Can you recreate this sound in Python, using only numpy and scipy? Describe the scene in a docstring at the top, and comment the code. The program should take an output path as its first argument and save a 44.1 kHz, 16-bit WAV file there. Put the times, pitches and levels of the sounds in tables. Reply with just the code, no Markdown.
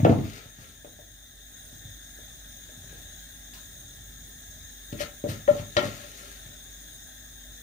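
"""A small kitchen, where a gas burner's jets hiss under a frying pan over a low appliance hum and rumble.
Something heavy lands and sets the counter booming, and chillies hit the oil with one short spatter.
Just to the left, a spoon rasps over a bowl and knocks it into ringing. After the loudest blow
the camera turns its gain down for a while."""
import sys
import numpy as np
from scipy import signal
from scipy.fft import rfft, irfft
from scipy.io import wavfile
from scipy.ndimage import uniform_filter1d

SR = 44100
rng = np.random.default_rng(int(sys.argv[2]) if len(sys.argv) > 2 else 0)


def generate_wav(sig):
    """Save sig (samples, or channels by samples) to the path in sys.argv[1] as 16-bit PCM at SR."""
    pcm = np.round(np.clip(np.atleast_2d(sig).T, -1, 1) * 32767).astype(np.int16)
    wavfile.write(sys.argv[1], SR, pcm)


N = 336042
TIME = np.arange(N) / SR

# The bowl's body, led by a close pair that swells and cancels:
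# (frequency [Hz], relative level [dB], t60 [s], polarity [+/-1])
BOWL_BODY_MODES = [(573, 0, .1, 1), (596, 0, .1, -1), (584, -21, .3, 1), (790, -24, .07, 1),
                   (860, -24, .07, -1)]
# The bowl's bright clink: (frequency [Hz], relative level [dB])
BOWL_CLINK_MODES = [(366, 1), (790, -25.5), (860, -4), (1105, -5.5), (1370, 3.5), (1840, -2.5), (1900, 4.5),
                    (2175, -5), (2400, -27), (2700, -18), (3060, -1.5), (3305, -1), (3480, -6), (3890, 1.5),
                    (4200, -27), (4530, 2), (5110, -44.5), (5860, -29.5), (6570, 2.5), (7900, -17)]
CLINK_CYCLES = 140  # a free mode dies by 60 dB in this many cycles
# Spoon hits: (time [s], body level [dB], clink level [dB], clink cutoff [Hz])
SPOON_HITS = [(.847, -45.5, -62, 1350), (.988, -48, -64.5, 1500), (4.93, -40, -49, 1800),
              (5.002, -26.5, -34, 4800), (5.243, -26.5, -45, 2500), (5.478, -17, -15.5, 1800),
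              (5.482, -7.5, -30.5, 2550), (5.768, -16.5, -7.5, 5000), (5.826, -28, -35, 3000),
              (5.99, -47, -52, 3010), (6.035, -43.5, -39, 3800)]
def spoon_knocks():
    """Body and clink of the bowl: every hit rings the body, and a harder edge reaches higher modes."""
    clink = ringing([(hz, db, min(CLINK_CYCLES / hz, .09)) for hz, db in BOWL_CLINK_MODES])[:8000]
    clink[:900] += .5 * rng.standard_normal(900) * np.exp(-np.arange(900) / 140)  # contact tick
    clinks = np.zeros(N)
    for at, _, db, cutoff_hz in SPOON_HITS:
        lowpass = signal.butter(3, cutoff_hz, fs=SR, output="sos")
        clinks[round(at * SR):][:8000] += gain_of(db) * signal.sosfilt(lowpass, clink)
    times, body_db, _, _ = np.transpose(SPOON_HITS)
    return excite(impulses(times, body_db), ringing(BOWL_BODY_MODES)), clinks


# The counter's boom: (frequency [Hz], relative level [dB], t60 [s])
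COUNTER_MODES = [(106.4, -2, 0.5), (155, 5, 0.11), (225, 5.5, 0.038), (304.4, -11, 0.11), (323.5, -1, 0.19),
                 (445, -17.5, 0.044), (660, -7, 0.075), (710, -14.5, .08), (762, -1.5, 0.12),
                 (873, 2, 0.088)]
# Tone of the crack on each blow: (frequency [Hz], relative level [dB])
CRACK_EQ = [(350, -46.5), (600, -6), (853, -17.5), (1050, -25.5), (1230, -18.5), (1740, -23.5),
            (2390, -25.5), (3510, -33.5), (9000, -59), (11700, -94), (19800, -120)]
# Dull blows and soft bumps: (time [s], push level [dB], contact time [s], crack level [dB])
COUNTER_HITS = [(.003, -21, 0.0055, -33.5), (.034, -13.5, 0.0058, -57), (.052, -4, .0023, -15.5),
                (.058, -7, .0026, -56), (.070, -5.5, 0.0021, -55), (.097, -2.5, 0.0038, -22),
                (0.104, -33, .0043, -50), (.118, -13, 0.0038, -42), (.128, -10.5, 0.0016, -42),
                (.142, -17, 0.0031, -44), (.188, -13, 0.0042, -33), (.24, -30, 0.009, -37),
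                (0.46, -41, 0.006, -48), (.589, -39.5, 0.0054, -43), (.848, -29, 0.0022, -40),
                (.991, -35.5, .0021, -49), (1.73, -44.5, 0.0049, -58), (1.855, -43.5, .0095, -55),
                (2.189, -42, 0.0022, -59), (2.695, -45, 0.0023, -52), (2.93, -39, 0.0024, -56),
                (4.929, -26, 0.0041, -48), (5.242, -17, .0027, -41), (5.251, -32, 0.002, -57),
                (5.292, -27.5, .0062, -34), (5.512, -24, 0.0043, -60), (5.554, -25.5, 0.0023, -46),
                (5.599, -31.5, 0.0061, -38), (5.77, -22.5, 0.0038, -22.5), (5.835, -24, 0.003, -35),
                (5.855, -25, 0.0043, -42), (6.463, -46.5, 0.0062, -55)]
def counter_thuds():
    """Each blow is one short push that sets the counter booming, with a brief crack of noise."""
    push = np.zeros(N)
    for at, db, contact_s, _ in COUNTER_HITS:
        near = slice(max(round(at * SR) - 1000, 0), round(at * SR) + 1000)
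        spread = (np.pi * (TIME[near] - at) / contact_s) ** 2
        push[near] += gain_of(db) * (1 - 2 * spread) * np.exp(-spread)
    boom = gain_of(-34) * excite(push, ringing(COUNTER_MODES))
    times, _, _, crack_db = np.transpose(COUNTER_HITS)
    samples = np.arange(3000)
    envelope = np.exp(-samples / 340) * np.minimum(samples / 32, 1)
    bursts = excite(impulses(np.maximum(times - .004, 0), crack_db), envelope)
    crack = bursts * unit_rms(equalise(rng.standard_normal(N), CRACK_EQ))
    return push + boom + crack


# Tone of the friction: (frequency [Hz], relative level [dB])
RASP_EQ = [(410, 3.5), (700, 0.5), (1100, -25.5), (1340, 4.5), (1530, -2.5), (1910, 4), (2970, -2.5),
           (6150, -6), (7580, -10.5), (14500, -13), (15700, -77.5)]
STROKE_DB = 20  # rise over a stroke's swell time, and fall over its fade time
# Spoon strokes or brushes of cloth: (crest time [s], level [dB], swell [s], fade [s], treble lift [dB])
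STROKES = [(.11, -47, .02, 0.1, 0), (.24, -62.5, .03, 0.19, 3), (.37, -42.5, .3, 0.12, 0.5),
           (.626, -51.5, .12, 0.2, 7), (2.93, -59.5, .3, .3, -4), (4.929, -44.5, .01, 0.015, 2),
           (5.014, -31.5, .035, 0.038, 3), (5.293, -39, .02, 0.097, 7), (5.49, -54.5, .01, 0.076, 7),
           (5.603, -46.5, .12, 0.04, 2.5), (5.854, -38.5, .13, 0.073, 1), (5.95, -49.5, .1, 0.58, 5.5),
           (6.2, -59.5, .1, 0.55, 12)]
def spoon_scrapes():
    """Dense friction grains swell and fade with each stroke and set the bowl singing."""
    level, treble_level = np.zeros(N), np.zeros(N)
    for at, db, swell_s, fade_s, lift_db in STROKES:
        from_crest = np.where(TIME < at, (at - TIME) / swell_s, (TIME - at) / fade_s)
        stroke = gain_of(db - STROKE_DB * np.minimum(from_crest, 5))
        level += stroke
        treble_level += stroke * gain_of(lift_db)
    grit = grains(uneven_db=2.95)
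    bowl = ringing([(hz, db, CLINK_CYCLES / hz) for hz, db in BOWL_CLINK_MODES if hz > 1000])
    singing = gain_of(-10.5) * unit_rms(excite(grit, bowl))
    rasp = unit_rms(unit_rms(equalise(grit, RASP_EQ)) + singing)
    dull = signal.sosfiltfilt(signal.butter(2, 6500, fs=SR, output="sos"), rasp)
    return level * dull + treble_level * (rasp - dull)


# Tone of the spatter: (frequency [Hz], relative level [dB])
SPATTER_EQ = [(300, -18), (800, 0.5), (2400, -5.5), (4500, -4.5), (9000, -6), (14000, -4)]
def chilli_spatter(at_s, level_db, t60_s):
    """Chillies meet the oil: a sudden wet spray of noise that dies quickly."""
    age = TIME - at_s
    spray = unit_rms(equalise(grains(uneven_db=0), SPATTER_EQ))
    attack = np.clip(age / .0019, 0, 1)
    return gain_of(level_db - 60 * abs(age) / t60_s) * attack * spray


# Broad hiss between the jets: (frequency [Hz], relative left [dB], relative right [dB], coherence [0-1])
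HISS_BED = [(25, -37, -26, 1), (46.6, -3.5, 6, 0.8), (93, -1, -0.5, 1), (256, -10, -10.5, 0.67),
            (494, -17.5, -21, 0.57), (990, -43.5, -30.5, .1), (2600, -55.5, -21.5, 0.05),
            (5080, -14.5, -52.5, 0.05), (7550, -31.5, -15, .2), (9300, -62, -12, .2),
            (11300, -21, -23.5, 0), (13000, -24.5, -23, .4), (15700, -26.5, -31, 0.3)]
# Gas jets sounding under the pan:
# (frequency [Hz], width [Hz], relative left [dB], relative right [dB], coherence [0-1], left lead [rad])
GAS_JETS = [(632.6, 104, -6.5, -8, 0.7, 0.5), (795, 107, -12.5, -12, 0.2, 0.5),
            (1730, 392, -2.5, -11.5, 0.71, 0.77), (3659, 503, 0, -6.5, 0.53, -2),
            (5760, 330, -12.5, -9, 0, -1.7), (6330, 230, -16, -5, .7, 1), (6553, 314, 3, -4.5, 0.16, 1),
            (6794, 630, -7, -29, 0.7, -12.5), (8250, 620, -15.5, -17.5, 0.56, -2),
            (8630, 250, -24.5, -10, 0.6, 12.5), (9236, 190, -7.5, -3.5, 0.7, -4.5),
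            (9950, 207, -40.5, -12, .3, -0.5), (10840, 110, -26.5, -9.5, 0.98, -10),
            (12070, 200, -23.5, -15, .6, -0.5), (12300, 170, -8, -8.5, 0.93, 2.5),
            (13300, 400, -24.5, -18.5, 0.4, -0.5), (14020, 300, -6.5, -13, 0.6, -4.5),
            (14430, 300, -11, -9, .7, 1), (15100, 250, -7.5, -3, 1, 1.1), (15100, 180, -13, -8, .7, 1),
            (15400, 250, -10, -20.5, .5, -3), (15820, 150, -23, -21, .8, -0.5)]
def gas_burner(level_db):
    """Jet resonances over broad hiss: a nearly steady flame, patchy and gently swelling."""
    frames, hz = N // 512 + 5, np.fft.rfftfreq(2048, 1 / SR)
    left_db, right_db, coherence = curves_at(HISS_BED, hz)
    power = gain_of([left_db, right_db]) ** 2
    cross_power = coherence * gain_of(left_db + right_db) + 0j
    for jet_hz, width_hz, left_db, right_db, coherence, lead in GAS_JETS:
        peak = 1 / (1 + (2 * (hz[:, None] - jet_hz) / width_hz) ** 2) ** 1.984
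        power += gain_of([[[left_db]], [[right_db]]]) ** 2 * peak
        cross_power += coherence * np.exp(1j * lead) * gain_of(left_db + right_db) * peak
    patches = uniform_filter1d(rng.standard_normal((frames, len(hz))).T, size=8, axis=0)
    patches = unit_rms(uniform_filter1d(patches, size=5, axis=1))
    swell = wander(np.arange(frames) * 512 / SR, lo_hz=.406, hi_hz=7.7)
    # Echoes off pan and counter ripple the spectrum.
    ripple = unit_rms(uniform_filter1d(rng.standard_normal((2, len(hz), 1)), size=2, axis=1))
    noise = stereo_spectra(len(hz), frames, cross_power / np.sqrt(power[0] * power[1]))
    spectra = noise * np.sqrt(power) * gain_of(1.9 * ripple + 2 * patches + .3 * swell)
    hiss = signal.istft(spectra, nperseg=2048, noverlap=1536)[1][:, :N]
    return gain_of(level_db) * unit_rms(hiss)


# Motor tones: (frequency [Hz], centre level [dB rms])
HUM_PARTIALS = [(49.3, -52.5), (143.6, -81), (246.9, -67.5), (296.2, -73)]
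def appliance_hum(drift_hz=.84, waver_db=1.8):
    """A motor hums, each partial wavering in pitch and strength."""
    coarse_time = np.arange(0, N + 441, 441) / SR
    hum = np.zeros(N)
    for hz, db in HUM_PARTIALS:
        drift = np.interp(TIME, coarse_time, wander(coarse_time, lo_hz=.97, hi_hz=17))
        waver = np.interp(TIME, coarse_time, wander(coarse_time, lo_hz=.97, hi_hz=17))
        phase = 2 * np.pi * np.cumsum(hz + drift_hz * drift) / SR
        hum += np.sqrt(2) * gain_of(db + waver_db * waver) * np.sin(phase)
    return hum


# The rumble's fader moves: (time [s], level [dB rms])
RUMBLE_LEVELS = [(.4, -62), (0.999, -52.5), (1.2, -68.5), (1.72, -68), (1.85, -55), (1.97, -64.5),
                 (2.6, -61), (2.85, -51.5), (3.18, -62), (3.46, -63.5), (3.94, -55), (4.6, -59.5),
                 (4.76, -77), (5.0, -52), (5.3, -72), (5.5, -50), (5.75, -72), (7.0, -77)]
def low_rumble():
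    """Noise near 100 Hz swells and sinks, almost alike on both sides."""
    times, db = np.transpose(RUMBLE_LEVELS)
    band = signal.butter(2, [62, 150], "band", fs=SR, output="sos")
    mid, side = signal.sosfilt(band, rng.standard_normal((2, N)))
    stereo = np.array([mid + .11 * side, mid - .08 * side])
    return gain_of(np.interp(TIME, times, db)) * unit_rms(stereo)


# The kitchen's reverb: (frequency [Hz], t60 [s], coherence [0-1])
ROOM_DECAY = [(80, 0.3, 1), (208, 0.41, 0.7), (388, 0.3, 0.87), (710, 0.32, 0.03), (1307, 0.31, 0.12),
              (4110, 0.19, 0.1), (11800, 0.077, 0.4)]
# The bowl's place in the image, at pan=1: (frequency [Hz], left minus right [dB])
BOWL_PAN = [(80, 1.5), (300, 5), (590, 7), (1300, 3), (4400, 14), (15000, -6)]
def kitchen(x, wet_db, pan=1):
    """Direct sound and a noisy tail that dies band by band, both leaning left."""
    hz, frame_time = np.fft.rfftfreq(512, 1 / SR), np.arange(260) * 128 / SR
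    t60, coherence = curves_at(ROOM_DECAY, hz)
    spectra = stereo_spectra(len(hz), len(frame_time), coherence) * gain_of(-60 * frame_time / t60)
    response = signal.istft(spectra, nperseg=512, noverlap=384)[1]
    length = response.shape[1]
    response *= np.clip((np.arange(length) / SR - .002) / .0058, 0, 1)  # reflections build up
    response *= gain_of(wet_db) / np.linalg.norm(response[0])
    response[0, 0], response[1, 16] = 1, 1  # the direct sound reaches the right side later
    lean_db = pan * curves_at(BOWL_PAN, np.fft.rfftfreq(length, 1 / SR))[0][:, 0]
    panned = irfft(rfft(response) * gain_of([lean_db / 2, -lean_db / 2]), length)
    return signal.fftconvolve(x[None], np.roll(panned, 64, axis=1), axes=1)[:, 64:N + 64]


def gain_of(db):
    """Decibels to amplitude."""
    return 10 ** (np.asarray(db) / 20)


def unit_rms(x):
    """Scales to rms 1."""
    return x / np.sqrt(np.mean(abs(x) ** 2) + 1e-20)


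def curves_at(table, hz):
    """A table's columns, interpolated over log frequency."""
    table_hz, *columns = np.transpose(table)
    return [np.interp(np.log(hz + 1), np.log(table_hz + 1), column)[:, None] for column in columns]


def equalise(x, eq):
    """Filters by a curve of (frequency [Hz], level [dB])."""
    gains = gain_of(curves_at(eq, np.fft.rfftfreq(1024, 1 / SR))[0][:, 0])
    return signal.oaconvolve(x, np.roll(irfft(gains), 512), "same")


def stereo_spectra(bins, frames, coherence):
    """Left and right short-time noise spectra; complex coherence sets their likeness and phase."""
    a, b, c, d = rng.standard_normal((frames, bins, 4)).T
    left, independent = a + 1j * b, c + 1j * d
    coherence = coherence / np.maximum(abs(coherence), 1)
    right = np.conj(coherence) * left + np.sqrt(1 - np.minimum(abs(coherence), 1) ** 2) * independent
    return np.array([left, right])


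def wander(t, lo_hz, hi_hz):
    """Slow random motion of rms 1."""
    rates = np.geomspace(lo_hz, hi_hz, num=24)
    return unit_rms(sum(np.sin(2 * np.pi * (hz * t + rng.random())) / np.sqrt(hz) for hz in rates))


def grains(uneven_db):
    """Noise in sub-millisecond grains of uneven strength."""
    noise = rng.standard_normal(N)
    strengths = np.minimum(rng.exponential(1, N // 32 + 1), 4)
    return unit_rms(noise * gain_of(uneven_db * np.repeat(strengths, 32)[:N]))


def impulses(times, db):
    """One click at each time, at the given level."""
    train = np.zeros(N)
    train[np.round(times * SR).astype(int)] = gain_of(db)
    return train


def ringing(modes):
    """Sum of dying sines, peak 1."""
    t = np.arange(SR // 2) / SR
    ring = sum(np.prod(polarity) * gain_of(db - 60 * t / t60) * np.sin(2 * np.pi * hz * t)
               for hz, db, t60, *polarity in modes)
    return ring / abs(ring).max()


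def excite(drive, response):
    """Plays a driving signal through an impulse response."""
    return signal.oaconvolve(drive, response)[:N]


def scene():
    """Blows, scrapes and spatter in the room, over burner, hum and rumble."""
    body, clinks = spoon_knocks()
    thuds = kitchen(counter_thuds(), wet_db=-6, pan=.3)
    knocks = kitchen(body, wet_db=-17) + kitchen(clinks, wet_db=-4)
    cooking = kitchen(spoon_scrapes() + chilli_spatter(at_s=3.534, level_db=-45, t60_s=.3), wet_db=-6)
    return thuds + knocks + cooking + gas_burner(level_db=-46.5) + appliance_hum() + low_rumble()


def record(dry):
    """The camera loses the deepest bass and top treble; a loud peak ducks its gain for a while."""
    threshold, duck_db, hold_s, release_s = .645, 4.4, 1.2, .24
    low_cut_hz, high_cut_hz = 38, 15730
    dry = signal.sosfilt(signal.butter(2, low_cut_hz, "high", fs=SR, output="sos"), dry)
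    too_loud = abs(dry).max(axis=0) > threshold
    since_peak = TIME - np.maximum.accumulate(np.where(too_loud, TIME, -9))
    cut_db = duck_db * np.clip(1 - (since_peak - hold_s) / release_s, 0, 1)
    cut_db = signal.lfilter([.0003], [1, .0003 - 1], cut_db)  # the gain lags by about 75 ms
    ducked = np.clip(dry / gain_of(cut_db), -1, 1)
    lowpass = signal.firwin(1023, high_cut_hz, window=("kaiser", 9), fs=SR)
    return signal.oaconvolve(ducked, lowpass[None], "same")


dry = scene()
out = record(dry)
generate_wav(out)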